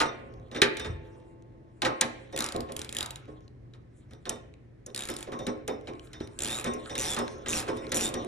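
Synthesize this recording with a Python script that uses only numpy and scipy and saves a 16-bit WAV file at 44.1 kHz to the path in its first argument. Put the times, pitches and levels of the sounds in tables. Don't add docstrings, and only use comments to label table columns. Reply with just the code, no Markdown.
import sys
import numpy as np
from scipy import signal
from scipy.fft import rfft, irfft, next_fast_len
from scipy.io import wavfile

SR = 44100
rng = np.random.default_rng(int(sys.argv[2]) if len(sys.argv) > 2 else 0)


def magnitude_from_level(level_db):
    exponent = np.asarray(level_db, float) / 20
    return 10 ** exponent


def generate_wav(sig):
    pcm = np.round(np.clip(np.atleast_2d(sig).T, -1, 1) * 32767).astype(np.int16)
    wavfile.write(sys.argv[1], SR, pcm)


N = 364707


def rms_one(x):
    return x / np.sqrt(np.mean(x ** 2) + 1e-20)


def at_hz(points, hz):
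    table_hz, value = np.transpose(points)
    return np.interp(np.log(hz + 1), np.log(table_hz + 1), value)


def over_time(points):
    return np.interp(np.arange(N) / SR, *np.transpose(points))


def filtered(x, edges_hz, kind, order=2):
    return signal.sosfilt(signal.butter(order, edges_hz, kind, fs=SR, output="sos"), x)


def coloured(spectrum, channels):
    white = rfft(rng.standard_normal((channels, N)))
    return rms_one(irfft(white * magnitude_from_level(at_hz(spectrum, np.fft.rfftfreq(N, 1 / SR))), N))


def drift(rate_hz):
    steps = rng.standard_normal(int(N / SR * 40) + 2)
    memory = np.exp(-2 * np.pi * rate_hz / 40)
    wander = rms_one(signal.lfilter([1], [1, -memory], steps))
    return np.interp(np.arange(N) / SR * 40, np.arange(len(steps)), wander)


def clicks(times_s, sizes):
    out = np.full(N, 1e-18)
    at = np.round(np.asarray(times_s) * SR).astype(int)
    np.add.at(out, np.clip(at, 0, N - 1), sizes)
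    return out


def contact(train, rise_s, fall_s):
    t = np.arange(int(.2 * SR)) / SR
    shape = (1 - np.exp(-t / rise_s)) * np.exp(-t / fall_s)
    pressure = signal.oaconvolve(train, shape / shape.max())[:N]
    return pressure * np.sign(rng.standard_normal(N)) + 1e-18


def ring(force, hz, t60):
    r, w = magnitude_from_level(-60 / (t60 * SR)), 2 * np.pi * hz / SR
    return signal.lfilter([0, np.sin(w)], [1, -2 * r * np.cos(w), r * r], force)


def shares(hits, resonances, memory):
    luck = rng.standard_normal((len(hits), len(resonances)))
    alike = np.clip(memory, 0, .95)
    return signal.lfilter([np.sqrt(1 - alike * alike)], [1, -alike], luck.T).T


def struck(times_s, db, resonances, spread_db, rise_s, fall_s, memory):
    out, luck = 0, shares(times_s, resonances, memory)
    luck = luck - luck.mean(axis=1, keepdims=True)
    for k, (hz, width_hz, level_db) in enumerate(resonances):
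        sizes = magnitude_from_level(db + level_db + spread_db * luck[:, k])
        force = contact(clicks(times_s, sizes), rise_s, fall_s)
        r = np.exp(-np.pi * width_hz / SR)
        poles = [1, -2 * r * np.cos(2 * np.pi * hz / SR), r * r]
        out = out + signal.lfilter([1, 0, -1], poles, force) * np.sqrt(1 - r * r) / 2
    return out


def strokes(start_s, length_s, db, rise_db_per_s, fade_db_per_s):
    t = np.arange(0, N / SR + .01, .01)[:, None]
    before, after = np.maximum(start_s - t, 0), np.maximum(t - start_s - length_s, 0)
    level = db - rise_db_per_s * before - fade_db_per_s * after
    return np.interp(np.arange(N) / SR, t[:, 0], level.max(axis=1))


# frequency_hz, relative_level_db (per Hz)
RUMBLE_SPECTRUM = [(15, -42.5), (28, -33), (45, -5), (124, -1.5), (174, -8), (349, -9.5), (718, -30.5),
                   (1410, -38.5), (1870, -34.5), (2900, -46.5), (12000, -62.5), (15600, -94.5)]


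def room_tone():
    shared, own = coloured(RUMBLE_SPECTRUM, channels=1), coloured(RUMBLE_SPECTRUM, channels=2)
    own = filtered(own, 500, "high", order=1)
    rumble = magnitude_from_level(-56 + 0.5 * drift(2.4)) * (shared + 2.3 * own)
    hum_hz, hum_db = 121 + 1.9 * drift(3.6), -53.5 + 2.0 * drift(6.2)
    drone_hz, drone_db = 47.3 + 2.8 * drift(3.0), -62 + 1.8 * drift(4.0)
    hum = np.sin(2 * np.pi * np.cumsum(hum_hz) / SR) * magnitude_from_level(hum_db)
    drone = np.sin(2 * np.pi * np.cumsum(drone_hz) / SR) * magnitude_from_level(drone_db)
    return rumble + hum + drone


# start_s, length_s, level_db
RUB_STROKES = [(0, 0.62, -70.5), (0.753, 0.14, -63), (1.086, 0.031, -61), (1.9, 0.55, -60),
               (2.306, 0.93, -61), (3.96, 0.21, -69.5), (5.403, 0.029, -52.5), (5.915, 1, -59),
               (6.65, 0.64, -49), (7.505, 0.92, -48.5)]


def rub_level():
    moving_db = strokes(*np.transpose(RUB_STROKES), rise_db_per_s=89.5, fade_db_per_s=74.5)
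    return np.maximum(-85.5, moving_db)


# frequency_hz, relative_level_db (per Hz)
RUB_SPECTRUM = [(500, -24.5), (1000, 6), (2500, -1), (4300, -3), (4800, -16), (5400, -6), (9500, -8),
                (12000, -13), (20000, -27)]


def rubbing(rub_db):
    noise, edges_hz = coloured(RUB_SPECTRUM, channels=1)[0], np.geomspace(500, 16000, 9)
    bands = [filtered(noise, edge, "band") for edge in zip(edges_hz, edges_hz[1:])]
    patches = sum(band * magnitude_from_level(4.0 * drift(5.0)) for band in bands)
    return magnitude_from_level(rub_db + 2.6 * np.tanh(drift(12.0))) * patches


# time_s, level_db
SWAY_LEVEL = [(0, -59), (2.402, -64), (2.799, -52), (4.8, -58), (8.27, -48)]
# time_s, level_db
TYRE_JOLTS = [(.38, -43), (0.899, -33), (2.6, -42), (6.23, -44)]
# frequency_hz, relative_level_db (per Hz)
ROCKING_SPECTRUM = [(25, -32.5), (45, -10), (80, -5.5), (130, -7), (250, -34.5), (1000, -76.5)]


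def rocking():
    jolt_s, jolt_db = np.transpose(TYRE_JOLTS)
    jolting_db = strokes(jolt_s, 0, jolt_db, rise_db_per_s=152, fade_db_per_s=97)
    rock_db = np.maximum(over_time(SWAY_LEVEL), jolting_db)
    return magnitude_from_level(rock_db) * coloured(ROCKING_SPECTRUM, channels=1)[0]


# start_s, clack_db, treble_db, frame_thump_db (all relative)
METAL_BLOWS = [(0.0014, -15.5, -30.5, -24), (0.0143, -27, -28.5, -63), (0.0556, -35, -51, -45),
               (0.5136, -41.5, -53, -41), (0.5461, -32, -47, -35.5), (0.5614, -26.5, -61.5, -41),
               (0.617, -2, -19.5, -27.5), (0.7689, -28, -33.5, -57), (0.7962, -25, -35.5, -46),
               (0.8454, -31.5, -52, -37), (1.8187, -15, -27, -29), (1.849, -15.5, -37.5, -27.5),
               (2.0103, -11, -10.5, -29.5), (2.3254, -45.5, -45.5, -34.5), (2.5424, -46.5, -47, -27),
               (2.6878, -45, -83, -34.5), (3.2763, -63.5, -89.5, -41), (3.7358, -46.5, -100.5, -59.5),
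               (4.1084, -51, -56.5, -50), (4.2538, -30, -51.5, -35.5), (4.2926, -27, -19, -38),
               (4.8622, -58.5, -33, -41.5), (5.0866, -31.5, -35, -33.5), (5.269, -47, -86, -37),
               (5.3186, -38, -47.5, -35.5), (5.3895, -42, -40.5, -34.5), (5.4661, -26.5, -31.5, -29),
               (5.6773, -31, -27, -28.5), (5.8714, -36.5, -73, -31.5), (6.131, -36.5, -44, -49),
               (6.2027, -36, -53.5, -47), (6.6422, -31, -26.5, -29.5), (6.6604, -34, -37.5, -34),
               (6.7359, -61.5, -35, -39), (6.8956, -32.5, -44.5, -35.5), (6.9528, -25.5, -31, -43),
               (7.1643, -23.5, -32, -31), (7.1875, -39.5, -26, -32.5), (7.46, -28, -46.5, -38),
               (7.677, -38.5, -53.5, -27), (7.6835, -43.5, -41.5, -38.5), (7.77, -38.5, -42.5, -75),
               (7.9182, -18, -22, -33), (8.1399, -29.5, -27.5, -31.5)]
# time_s, relative_level_db
LEANING = [(0, -33), (2.3, -52.5), (3.3, -47.5), (4.9, -72), (5.3, -55.5), (8.27, -20.5)]
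# pitch_hz, relative_level_db, t60_s (before the damping factor below)
FRAME_MODES = [(130, -9.5, 0.24), (239.3, -4, 0.47), (284, -14.5, 0.5), (310.1, -11.5, 1),
               (350, -4.5, 0.24), (378, -4, 0.23), (425.7, -5, 0.51), (531.5, 3, 0.17), (702, -4.5, 0.11),
               (1074, -10, 0.64)]


def frame(snap_s, snap_db):
    damping = 0.32
    s, *_, thump_db = np.transpose(METAL_BLOWS)
    shaking = contact(clicks(snap_s, magnitude_from_level(snap_db - 45.5)), rise_s=0.00044, fall_s=0.0071)
    push = magnitude_from_level(over_time(LEANING) - 43.0 + 0.78 * drift(9.9))
    luck = shares(s, FRAME_MODES, memory=0.093)
    out = 0
    for k, (hz, db, t60) in enumerate(FRAME_MODES):
        sizes = magnitude_from_level(thump_db - 29 + 3 * luck[:, k])
        thumps = contact(clicks(s, sizes), rise_s=0.007, fall_s=0.038)
        force = thumps + push * rng.standard_normal(N) + shaking
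        out = out + magnitude_from_level(db) * ring(force, hz, t60 * damping)
    return out


# pitch_hz, width_hz, relative_level_db
SOCKET_BODY = [(1417, 690, -12), (1620, 220, -8), (2400, 450, -4), (3100, 400, -3), (3880, 550, 0)]
# pitch_hz, width_hz, relative_level_db
SOCKET_BRIGHT = [(5900, 420, -9), (6180, 340, -16.5), (7230, 1200, -3), (9650, 820, -3.5),
                 (11500, 1600, -4.5)]
# pitch_hz, relative_level_db, t60_s
THIN_MODES = [(1900, -13, .1), (3650, -9, .09), (5300, -13, .06), (5830, -15, .1), (8300, -22, .06)]
# pitch_hz, relative_level_db, t60_s
LOOSE_PLATE = [(334, -40, 4.), (425, -36, 1.2), (501, -42, 3.), (668, -53, 3.), (877, -45, 2.6),
               (2750, -56, 2.)]


def clacks():
    s, db, treble_db, _ = np.transpose(METAL_BLOWS)
    body = struck(s, db - 17.0, SOCKET_BODY, spread_db=-0.5, rise_s=0.0021, fall_s=0.017, memory=.1)
    crack = struck(s, db - 6.5, SOCKET_BODY, spread_db=1.5, rise_s=0.00083, fall_s=0.0025, memory=.1)
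    treble = struck(s, treble_db - 1.0, SOCKET_BRIGHT, spread_db=1.0, rise_s=.0006, fall_s=0.0036, memory=.1)
    strength_db = np.minimum((db + treble_db) / 2, -37)
    sings = 0
    for hz, level_db, t60 in THIN_MODES:
        hit_db = strength_db + 4.0 * rng.standard_normal(len(s))
        rattle = contact(clicks(s, magnitude_from_level(hit_db + level_db - 25)), rise_s=.004, fall_s=.035)
        sings = sings + ring(rattle, hz, t60)
    plate = sum(ring(clicks(s, magnitude_from_level(2 * db + level_db)), hz, t60) for hz, level_db, t60 in LOOSE_PLATE)
    return body + crack + treble + sings + plate


# pitch_hz, width_hz, relative_level_db
PANEL_BANDS = [(780, 240, 1), (990, 690, 5.5), (1520, 940, -4.5), (1780, 400, 2.5), (2320, 230, -4.5)]


def panels(snap_s, snap_db):
    s, db, _, thump_db = np.transpose(METAL_BLOWS)
    after_blows = struck(s, (db + thump_db) / 2 - 14.5, PANEL_BANDS,
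                         spread_db=6.0, rise_s=0.019, fall_s=0.012, memory=0.052)
    under_snaps = struck(snap_s, snap_db - 37.5, PANEL_BANDS,
                         spread_db=-6.5, rise_s=0.0027, fall_s=0.029, memory=0.31)
    return after_blows + under_snaps


# centre_hz, t60_s, relative_level_db
GARAGE_BANDS = [(150, .6, -21.5), (494, 1, -5.5), (1100, 0.27, 1), (2014, 0.74, -7), (3460, 0.43, -13),
                (7100, 0.33, -20), (11300, 0.17, -19.5)]


def garage(x):
    t, hz = np.arange(SR) / SR, np.array(GARAGE_BANDS)[:, 0]
    edges_hz = np.concatenate([[60], np.sqrt(hz[1:] * hz[:-1]), [15000]])
    tail = 0
    for (_, t60, db), low, high in zip(GARAGE_BANDS, edges_hz, edges_hz[1:]):
        band = filtered(rng.standard_normal((2, SR)), [low, high], "band")
        even_energy = np.sqrt(2 * np.log(1000) / (t60 * SR))
        tail = tail + magnitude_from_level(db - 60 * t / t60) * even_energy * band
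    onset = 1 - np.exp(-t / .004)
    return signal.fftconvolve(x[None], tail * onset, axes=1)[:, :N]


# start_s, relative_level_db
LIGHT_TOUCHES = [(.3385, -53), (.3978, -60.5), (1.0507, -64.5), (1.4231, -59), (3.4065, -58.5),
                 (3.4793, -56), (4.1344, -46), (4.3594, -50), (4.539, -54.5), (4.902, -53), (5.811, -51),
                 (5.935, -48.5), (5.995, -42), (6.2737, -45), (6.858, -42), (7.2794, -36), (7.868, -43)]


def ticks(rub_db):
    faint_per_s = 6
    faint = np.flatnonzero(rng.random(N) < faint_per_s / SR)
    faint_db = rub_db[faint] + 3 + 3 * rng.standard_normal(len(faint))
    s, db = np.hstack([np.transpose(LIGHT_TOUCHES), [faint / SR, faint_db]])
    dull_treble = [(hz, width_hz, level_db - 7) for hz, width_hz, level_db in SOCKET_BRIGHT]
    return struck(s, db, SOCKET_BODY + dull_treble, spread_db=5.0, rise_s=0.00027, fall_s=0.001, memory=.3)


# start_s, level_db, pitch_hz, t60_s
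FRAME_KNOCKS = [(0.623, -9, 402.3, 0.052), (6.2096, -19, 350, 0.028)]


def frame_knocks():
    return sum(ring(clicks([s], magnitude_from_level(db)), hz, t60) for s, db, hz, t60 in FRAME_KNOCKS)


# start_s, snap_db (relative)
BACK_SWINGS = [
    [(2.3622, -21.5), (2.3891, -20), (2.4418, -20), (2.4878, -25), (2.5625, -32), (2.6053, -32.5)],
    [(2.7207, -31), (2.7646, -22.5), (2.792, -22), (2.8463, -29.5), (2.8916, -27), (2.9858, -24),
     (3.0065, -22), (3.0275, -24), (3.0596, -32), (3.1576, -29.5)],
    [(4.9465, -25.5), (5.0065, -22.5), (5.0524, -28), (5.0727, -27.5), (5.1003, -23.5), (5.1151, -31),
     (5.1645, -27.5), (5.2274, -27.5)],
    [(6.389, -25.5), (6.4049, -26.5), (6.4205, -20.5), (6.4841, -25), (6.5777, -28.5), (6.5966, -24.5),
     (6.6111, -32)],
    [(6.9788, -22.5), (7.0189, -24.5), (7.0962, -26), (7.1238, -25.5), (7.1455, -25)],
    [(7.484, -22.5), (7.5105, -24), (7.5942, -24.5), (7.6018, -25.5), (7.6252, -35.5)],
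    [(7.944, -21.5), (7.9684, -16.5), (7.9865, -23.5), (8.045, -25.5), (8.0555, -21.5), (8.0879, -29)],
]
TEETH_PASSED = [(0, 2, 5, 7, 9, 10), (0, 1, 2, 4, 5, 9, 10, 11, 12, 14), (0, 4, 7, 8, 10, 11, 13, 16),
                (0, 1, 2, 8, 19, 21, 22), (0, 5, 17, 21, 23), (0, 4, 18, 19, 21), (0, 4, 7, 18, 20, 23)]
# low_ring_db, middle_ring_db, top_ring_db
SWING_GRIPS = [(3.5, -12, 8, 5), (2.5, -5, -25, 0), (0, -8.5, -23, 0), (0, -1, 2, 11.5), (0, -0.5, 16, 7.5),
               (-2, -10.5, 15, 7), (-4.5, -3, 13, 11.5)]
# low_first_hz, low_last_hz, middle_first_hz, middle_last_hz,
# freest_share (of the swing, where the low ring is freest)
RING_GLIDES = [(3500, 3900, 6400, 5600, .2), (3800, 3830, 6400, 5600, .83), (3700, 3900, 6400, 5600, .22),
               (3250, 3950, 6000, 5300, .62), (3800, 3400, 6050, 5300, .82), (3750, 3400, 6500, 5150, .1),
               (3500, 3650, 5800, 5700, .85)]
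# swing_share, middle_db, top_db
RING_ARC = [(0, -12, -5), (.18, -13, -5), (.35, -12, -22), (0.648, -8.5, -8), (.85, -17, -0.5),
            (1, -17, -11.5)]


def snaps():
    jitter_s, spread_db, low_ring_loss_db, top_ring_hz = 0.00027, 1.5, 116, 7270
    arc, arc_middle_db, arc_top_db = np.transpose(RING_ARC)
    out = []
    for swing, passed, grip, glide in zip(BACK_SWINGS, TEETH_PASSED, SWING_GRIPS, RING_GLIDES):
        (s, db), passed = np.transpose(swing), np.array(passed)
        weight_db, low_db, middle_db, top_db = grip
        low_first, low_last, middle_first, middle_last, freest = glide
        tooth, pace = np.arange(passed[-1] + 1), np.gradient(s, passed)
        i = np.minimum(np.searchsorted(passed, tooth, "right") - 1, len(s) - 2)
        span = np.diff(passed)[i]
        u = (tooth - passed[i]) / span
        when = s[i] + np.diff(s)[i] * u * u * (3 - 2 * u)
        when = when + span * u * (1 - u) * ((1 - u) * pace[i] - u * pace[i + 1])
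        luck = rng.standard_normal((len(tooth), 2))
        snap_db = np.interp(tooth, passed, db) + spread_db * luck[:, 1]
        share = tooth / tooth[-1]
        rings = [low_db - low_ring_loss_db * (share - freest) ** 2,
                 low_first + share * (low_last - low_first),
                 middle_db + np.interp(share, arc, arc_middle_db),
                 middle_first + share * (middle_last - middle_first),
                 top_db + np.interp(share, arc, arc_top_db),
                 top_ring_hz + 0 * share]
        out.append([when + jitter_s * luck[:, 0], snap_db, weight_db + 0 * when, *rings])
    return np.concatenate(out, axis=1)


# pitch_hz, width_hz, relative_level_db
SNAP_BANDS = [(2620, 440, -6), (3294, 540, -7), (4090, 1600, -2.5), (6220, 1200, -36.5), (7110, 540, -4),
              (8705, 1200, -4.5), (9500, 1700, -7), (11100, 950, -4), (13400, 3000, 0.5)]
# t60_s, pitch_scatter (from snap to snap, as a share)
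HANDLE_RINGS = [(.04, .012), (.012, .03), (.011, .02)]


def pawl(s, db, weight_db, *handle):
    low = [r for r in SNAP_BANDS if r[0] < 4500]
    high = [r for r in SNAP_BANDS if r[0] > 4500]
    snap = struck(s, db + weight_db - 10, low, spread_db=7.5, rise_s=0.00028, fall_s=0.0018, memory=0.56)
    snap = snap + struck(s, db - 6, high, spread_db=4.0, rise_s=0.0008, fall_s=0.0017, memory=0.75)
    slide = struck(s, db - 28.5, SNAP_BANDS, spread_db=-3.5, rise_s=0.017, fall_s=0.012, memory=0.52)
    t, rise_s = np.arange(SR // 10) / SR, 0.0014
    rings, at = np.zeros(N + SR), (s * SR).astype(int)[:, None] + np.arange(SR // 10)
    for k, (t60, scatter) in enumerate(HANDLE_RINGS):
        free_db, hz = handle[2 * k:2 * k + 2]
        level_luck, sign_luck, pitch_luck = rng.standard_normal((3, len(s)))
        pitch = hz * (1 + scatter * pitch_luck)
        size = magnitude_from_level(db + free_db + 2.0 * level_luck) * np.sign(sign_luck)
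        shape = (1 - np.exp(-(t / rise_s) ** 2)) * magnitude_from_level(-60 * t / t60)
        np.add.at(rings, at, size[:, None] * shape * np.sin(2 * np.pi * pitch[:, None] * t))
    return snap + slide + rings[:N]


def scene():
    rub_db = rub_level()
    snap_s, snap_db, weight_db, *handle = snaps()
    hands = rubbing(rub_db) + ticks(rub_db)
    ratchet = pawl(snap_s, snap_db, weight_db, *handle)
    machine = rocking() + frame(snap_s, snap_db) + frame_knocks() + panels(snap_s, snap_db + weight_db)
    near = ratchet + clacks() + hands + machine
    return near + garage(near) + room_tone()


def low_pass(x):
    return signal.sosfilt(signal.butter(12, 16000, fs=SR, output="sos"), x)


# frequency_hz, left_lead_rad
PORT_PHASE = [(0, 0), (350, -.85), (690, -1.5), (980, -2.3), (1200, -5.2), (1900, -5.7), (2400, -5.1),
              (2900, -4.8), (3600, -5.4), (4600, -4.3), (5000, -.6), (5500, .3), (6500, 1.1), (8600, 1.8),
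              (12700, 3.1)]
# frequency_hz, left_minus_right_db
PORT_BALANCE = [(200, 1), (350, -0.5), (630, -5.5), (1140, -0.5)]
# frequency_hz, level_db
TOP_ROLL_OFF = [(11300, -1.5), (12200, -11.5), (16000, -10.5)]


def record(dry):
    size = next_fast_len(N + 4096)
    hz, side = np.fft.rfftfreq(size, 1 / SR), np.array([[.5], [-.5]])
    phase = np.exp(1j * side * np.interp(hz, *np.transpose(PORT_PHASE)))
    response = phase * magnitude_from_level(side * at_hz(PORT_BALANCE, hz) + at_hz(TOP_ROLL_OFF, hz))
    heard = irfft(rfft(dry, size) * response, size)[:, :N]
    rounded = heard / (1 + heard ** 4) ** 0.22
    return low_pass(rounded)


dry = scene()
out = record(dry)
generate_wav(out)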